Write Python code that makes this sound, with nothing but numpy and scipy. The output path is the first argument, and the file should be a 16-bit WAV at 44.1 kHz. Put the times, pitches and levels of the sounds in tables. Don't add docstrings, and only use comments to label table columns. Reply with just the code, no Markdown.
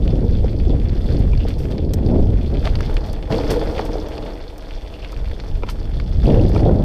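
import sys
import numpy as np
from scipy import signal
from scipy.fft import rfft, irfft
from scipy.io import wavfile
from scipy.ndimage import uniform_filter1d

SR = 44100
rng = np.random.default_rng(int(sys.argv[2]) if len(sys.argv) > 2 else 0)


def dump(signal):
    limited = np.clip(np.atleast_2d(signal).T, -1, 1)
    pcm = np.round(limited * 32767).astype(np.int16)
    wavfile.write(sys.argv[1], SR, pcm)


N = 301644
TIME_S = np.arange(N) / SR


def amp(db):
    return 10 ** (np.asarray(db) / 20)


def unit(x):
    return x / np.sqrt(np.mean(x ** 2) + 1e-20)


def peaked(x, db):
    return x * amp(db) / abs(x).max()


def steady(x, span_s):
    power = uniform_filter1d(x ** 2, max(int(span_s * SR), 3))
    return x / np.sqrt(np.maximum(power, 1e-12))


def curve(rows):
    return np.interp(TIME_S, *np.transpose(rows))


def swell(start_s, rise_s, hold_s, release_s):
    t = TIME_S - start_s
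    return np.clip(t / rise_s, 0, 1) * np.exp(-np.maximum(t - rise_s - hold_s, 0) / release_s)


def surges(rows, rise_s, release_s):
    return np.sqrt(sum((amp(db) * swell(t, rise_s, hold_s, release_s)) ** 2 for t, hold_s, db in rows))


def add(mix, start_s, sound):
    part = mix[max(round(start_s * SR), 0):][:len(sound)]
    part += sound[:len(part)]


def lowpass(x, hz, order=2):
    return signal.sosfilt(signal.butter(order, hz, fs=SR, output="sos"), x)


def colour(x, spectrum, size=16384):
    hz, db = np.transpose(spectrum)
    bins_hz = abs(np.fft.fftfreq(size, 1 / SR))
    log_gain = np.log(amp(np.interp(np.log(bins_hz + 1), np.log(hz), db)))
    response = np.exp(np.conj(signal.hilbert(log_gain)))
    taps = np.fft.ifft(response).real[:size // 2]
    return signal.oaconvolve(x, taps * np.hanning(size)[size // 2:])[:len(x)]


def resonate(x, hz, width_hz):
    return signal.lfilter(*signal.iirpeak(hz, hz / width_hz, SR), x)


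def ring(force, modes):
    return sum(amp(db) * resonate(force, hz, width_hz) * (-1) ** k
               for k, (hz, width_hz, db) in enumerate(modes))


def wander(hz):
    rolloff = 1 / (1 + (np.fft.rfftfreq(N, 1 / SR) / hz) ** 4)
    return unit(irfft(rfft(rng.standard_normal(N)) * rolloff, N))


def grains(per_s, spread_db):
    size = amp(spread_db * np.minimum(rng.exponential(1, N), 4))
    return size * rng.choice([-1, 1], N) * (rng.random(N) < per_s / SR)


def strike(t60_s, chatter, size=8000):
    force = chatter * rng.standard_normal(size) * amp(-60 * np.arange(size) / SR / t60_s)
    force[0] = 1
    return force


def blow(air, gain, edge_hz, brighten):
    body = signal.filtfilt(*signal.butter(1, edge_hz, fs=SR), air, padtype=None)
    return gain * (body + (air - body) * (gain / gain.max()) ** brighten)


# f/Hz, level/dB
EDDY_SPECTRUM = [(8, -18.5), (18, -4.5), (28, 3.5), (48, 2.5), (85, -4), (130, -10.5), (250, -24.5),
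                 (1000, -100)]
SWIRL_SPECTRUM = [(40, -21), (80, 5), (130, 0.5), (250, -3), (480, -8), (750, -19), (1100, -37),
                  (6000, -87.5)]
# t/s, level/dB
EDDY_LEVELS = [(0, -13.5), (1.45, -13.5), (1.66, -18), (2.25, -14), (2.75, -14), (3.2, -21), (3.95, -21.5),
               (4.65, -28), (5.8, -19), (6.25, -12), (6.84, -14.5)]
# t/s, level/dB
TURBULENCE_LEVELS = [(0, -24), (1.5, -26), (2.1, -19.5), (2.75, -28.5), (3.3, -36), (4.6, -45.5),
                     (6.1, -32), (6.3, -24), (6.84, -19.5)]
# t/s, hold/s, level/dB
AIR_GUSTS = [(0.046, 0.18, -22), (0.642, 0.046, -19.5), (1.042, 0.14, -23.5), (2.032, 0.14, -18),
             (2.493, 0.013, -22), (6.23, 0.15, -14.5), (6.514, 0.025, -17), (6.6, 0.095, -16)]
AIR_PUFFS = [(1.3, 0.13, -16), (2.15, 0.166, -15), (2.74, 0.012, -17.5), (2.89, 0.038, -15),
             (3.41, 0.18, -21.5), (4.7, 0.048, -25.5), (5.132, 0.14, -21), (5.467, 0.092, -22)]


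def wind(buffet_db=1.0, burst_db=2.5):
    eddies = steady(colour(rng.standard_normal(N), EDDY_SPECTRUM), span_s=0.081)
    bursts = rng.standard_normal(N) * amp(burst_db * wander(hz=58))
    swirl = steady(colour(bursts, SWIRL_SPECTRUM), span_s=0.06)
    buffeting = amp(curve(EDDY_LEVELS) + buffet_db * wander(hz=6))
    rumble = blow(eddies, buffeting, edge_hz=57, brighten=0.95)
    gusts = surges(AIR_GUSTS, rise_s=0.039, release_s=0.064)
    airflow = np.hypot(amp(curve(TURBULENCE_LEVELS)), gusts)
    rush = blow(swirl, airflow, edge_hz=520, brighten=1)
    push = lowpass(colour(rng.standard_normal(N), EDDY_SPECTRUM), hz=50, order=3)
    puffs = steady(push, span_s=0.13) * surges(AIR_PUFFS, rise_s=0.056, release_s=0.022)
    return rumble * amp(-1) + rush * amp(1.5) + puffs


# t/s, level/dB, t60/s
METAL_JINGLES = [(1.398, -38, 0.28), (4.936, -32, 0.22), (5.022, -35.5, .25), (6.2556, -28, 0.022),
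                 (6.301, -30.5, 0.036), (6.3445, -31, 0.027), (6.394, -32, .03)]


def jingles(pitch_hz=2780, width_hz=750):
    out = np.zeros(N)
    for t, db, t60_s in METAL_JINGLES:
        buzz = resonate(strike(t60_s, chatter=0.77), pitch_hz, width_hz)
        add(out, t, peaked(resonate(buzz, pitch_hz, width_hz), db))
    return out


# t/s, level/dB, t60/s
BRIGHT_SLAPS = [(1.191, -34, .06), (1.485, -27.5, 0.045), (1.586, -37, 0.52), (1.9366, -13, 0.033),
                (2.808, -21.5, 0.005), (2.942, -30, .02), (3.062, -36.5, 0.15), (3.131, -25, 0.025),
                (3.505, -17, 0.13), (3.852, -28, 0.069), (4.086, -29, 0.024), (4.581, -28, 0.026),
                (5.121, -29, 0.032), (5.699, -24, 0.1), (6.25, -32, .04), (6.491, -31, 0.052)]
# f/Hz, level/dB
SLAP_SPECTRUM = [(1000, -5), (3800, -2), (5400, 6), (7000, -3.5), (8800, -1), (10500, -7.5), (12200, -2.5),
                 (15500, -8)]


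def slaps():
    out = np.zeros(N)
    for t, db, t60_s in BRIGHT_SLAPS:
        add(out, t, peaked(colour(strike(t60_s, chatter=0.19), SLAP_SPECTRUM), db))
    return out


# t/s, level/dB, centre f/Hz
FORK_JOLTS = [(1.333, -27, 2700), (3.794, -21, 1050), (5.127, -30, 1000), (5.634, -19.5, 1880),
              (5.689, -22.5, 950), (6.561, -20.5, 1140)]
# f/Hz, width/Hz, level/dB
FORK_BAR_MODES = [(980, 130, 8.5), (1330, 130, 1.5), (2400, 140, 3)]


def fork_clanks(play_s=0.011, play_db=-13):
    out = np.zeros(N)
    for t, db, hz in FORK_JOLTS:
        for contact_s, contact_db in ((t - play_s, db + play_db), (t, db)):
            force = resonate(strike(t60_s=0.024, chatter=0.2), hz, width_hz=900)
            add(out, contact_s, peaked(ring(force, FORK_BAR_MODES), contact_db))
    return out


# t/s, level/dB, cutoff f/Hz
ROCK_BLOWS = [(0.443, -14.5, 280), (1.451, -19.5, 600), (2.669, -19, 1100), (3.313, -26, 805),
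              (3.328, -12, 328), (3.519, -12.5, 450), (3.793, -12.5, 1100), (3.955, -12.5, 566),
              (5.33, -25.5, 600), (5.634, -18, 302), (6.289, -11, 450), (6.561, -10, 700), (6.66, -6, 440),
              (6.693, -7.5, 590)]
# f/Hz, width/Hz, level/dB
WHEEL_FRAME_MODES = [(214, 11, 5), (466, 140, 8), (740, 300, 5), (1170, 1160, -7.5)]


def frame_knocks(knock_db=1, scuff_db=-12, scuff_lead_s=0.011):
    out = np.zeros(N)
    for t, db, cutoff_hz in ROCK_BLOWS:
        force = lowpass(strike(t60_s=0.027, chatter=0.13), cutoff_hz)
        thump = lowpass(ring(force, WHEEL_FRAME_MODES), hz=3000, order=4)
        add(out, t, peaked(thump, db + knock_db))
        scuff = lowpass(strike(t60_s=0.051, chatter=0.83), cutoff_hz)
        add(out, t - scuff_lead_s, peaked(ring(scuff, WHEEL_FRAME_MODES), db + scuff_db))
    return out


# t/s, level/dB, f/Hz
PITCHED_CLACKS = [(0.0777, -22, 3400), (0.695, -29.5, 3630), (0.7995, -28.5, 3330), (0.895, -25.5, 4410),
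                  (1.376, -26, 4600), (1.484, -25, 4450), (1.6544, -28, 2010), (1.7812, -23, 4260),
                  (2.5702, -27, 3290), (2.6548, -15, 3470), (2.674, -12, 1410), (2.755, -15.5, 4700),
                  (2.8065, -16, 1330), (2.968, -15, 2700), (3.2268, -23.5, 2280), (3.514, -23, 3500),
                  (3.793, -17.5, 1350), (4.18, -21.5, 4790), (4.709, -24.5, 2070), (5.047, -21.5, 2760),
                  (5.165, -28.5, 2570), (5.3138, -25, 1680), (5.4002, -20.5, 4430), (6.0, -19.5, 1660)]
# f/Hz, level/dB
CLACK_SPECTRUM = [(300, -3), (900, 4.5), (3400, 2.5), (3850, -3), (4500, 3.5), (5400, -7.5), (6800, -15.5),
                  (14000, -37)]


def clacks():
    out = np.zeros(N)
    for t, db, hz in PITCHED_CLACKS:
        force = strike(t60_s=0.027, chatter=0.11)
        clack = colour(0.5 * force + resonate(force, hz, width_hz=1200), CLACK_SPECTRUM)
        add(out, t, peaked(clack, db))
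    return out


# t/s, level/dB
STONE_SCRAPES = [(2.665, -26), (3.322, -19.5), (3.503, -20.5), (3.78, -25), (5.687, -23.5)]


def stone_scrapes():
    out = np.zeros(N)
    for t, db in STONE_SCRAPES:
        add(out, t, peaked(colour(strike(t60_s=0.09, chatter=1), CLACK_SPECTRUM), db))
    return out


# t/s, hold/s, level/dB
COMPRESSIONS = [(3.31, 0.044, -23), (3.5, 0.053, -21), (3.66, 0.34, -30.5)]
# f/Hz, width/Hz, level/dB
HOLLOW_MODES = [(314, 7.2, 1.5), (438, 21, 1), (480, 31, 0.5)]


def wheel_booms():
    hollow = lowpass(ring(rng.standard_normal(N), HOLLOW_MODES), hz=800)
    return steady(hollow, span_s=0.049) * surges(COMPRESSIONS, rise_s=0.026, release_s=0.062)


# t/s, added level/dB, release/s
TRAIL_BUMPS = [(1.029, 6.5, 0.12), (1.698, 11.5, 0.029), (2.04, 7, 0.054), (2.636, 15, 0.022),
               (3.292, 14, 0.15), (3.485, 3.5, 0.042), (3.76, 2.5, 0.086), (4.15, 2, 1), (1.47, 8.5, 0.034),
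               (6.226, 8, 0.086), (6.529, 7, 0.081)]


def bump_load_db(rise_s=0.014):
    return sum(db * swell(t, rise_s, 0, release_s) for t, db, release_s in TRAIL_BUMPS)


def pebbles(hz, skitter_s=0.022):
    hits = grains(per_s=7, spread_db=1.5)
    energy = signal.lfilter([1], [1, -np.exp(-2 / (skitter_s * SR))], hits ** 2)
    skitter = np.sqrt(energy) * rng.standard_normal(N)
    return resonate(unit(hits) + unit(skitter), hz, width_hz=1100)


# t/s, level/dB
GRAVEL_LEVELS = [(0, -44), (1.45, -43), (1.85, -48), (2.5, -43), (2.9, -39), (3.25, -45.5), (3.6, -36.5),
                 (4.2, -41.5), (4.45, -45.5), (5.0, -44), (6.15, -45), (6.4, -40), (6.84, -45.5)]
# f/Hz, level/dB
CRUNCH_SPECTRUM = [(150, -24.5), (450, 19), (850, 6), (1200, 2.5), (3050, -0.5), (3500, 6.5), (3850, -4),
                   (4400, 3.5), (5100, -0.5), (5900, -5), (7000, -14.5), (9500, -50), (15000, -40.5)]
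GRIT_SPECTRUM = [(3000, -5.5), (7000, -2), (8500, 5.5), (10500, -1.5), (12700, 1.5), (15000, -9.5)]


def gravel(crunch_db=-2, grit_db=-22, pebble_db=-1, clump_db=1.5):
    gain = amp(curve(GRAVEL_LEVELS) + bump_load_db())
    relative_gain = gain / gain.mean()
    loose = relative_gain ** -0.07
    ticks = unit(sum(pebbles(hz) for hz in np.geomspace(1200, 5400, num=12)))
    grind = unit(grains(per_s=9000, spread_db=-2)) * amp(clump_db * wander(hz=29.3))
    crunch = steady(colour(grind + amp(pebble_db) * loose * ticks, CRUNCH_SPECTRUM), span_s=0.3)
    specks = 0.58 * loose * unit(grains(per_s=340, spread_db=4.5))
    grit = steady(colour(grind + specks, GRIT_SPECTRUM), span_s=0.2)
    grit_gain = gain.mean() * relative_gain ** 0.88
    return crunch * amp(crunch_db) * gain + grit * amp(grit_db) * grit_gain


# t/s, level/dB
ROAR_LEVELS = [(0, -41.5), (2.5, -39), (2.9, -28), (3.25, -33.5), (3.55, -24.5), (4.28, -29.5),
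               (4.45, -37.5), (6.15, -38), (6.84, -27.5)]
# f/Hz, width/Hz, level/dB
CASING_MODES = [(183, 6.2, -3), (298.4, 40, 1.5), (437.4, 60, 3), (495, 82.5, 1.5), (646, 83, -2),
                (836, 112, -6), (1560, 1700, -21)]


def tyre_roar(roar_db=-4, lump_db=2, thud_db=-2, thud_hz=105):
    drumming = unit(grains(per_s=2100, spread_db=4)) * amp(lump_db * wander(hz=38.6))
    load = amp(curve(ROAR_LEVELS) + bump_load_db())
    casing = steady(lowpass(ring(drumming, CASING_MODES), hz=1300), span_s=0.075)
    low_mode = resonate(drumming, thud_hz, width_hz=thud_hz)
    thud = steady(lowpass(low_mode, 2 * thud_hz), span_s=0.029)
    return load * (casing * amp(roar_db) + thud * amp(thud_db) * load / load.max())


def scene():
    rolling = wind() + tyre_roar() + wheel_booms() + gravel()
    hits = clacks() + stone_scrapes() + jingles() + frame_knocks() + fork_clanks() + slaps()
    return (rolling + hits)[None]


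def record(dry):
    ceiling, edge_hz = 0.95, 15450
    rounded = dry / (1 + (dry / ceiling) ** 8) ** (1 / 8)
    taps = signal.firwin(511, edge_hz, window=("kaiser", 9), fs=SR)
    return signal.oaconvolve(rounded, taps[None], "same")


dry = scene()
out = record(dry)
dump(out)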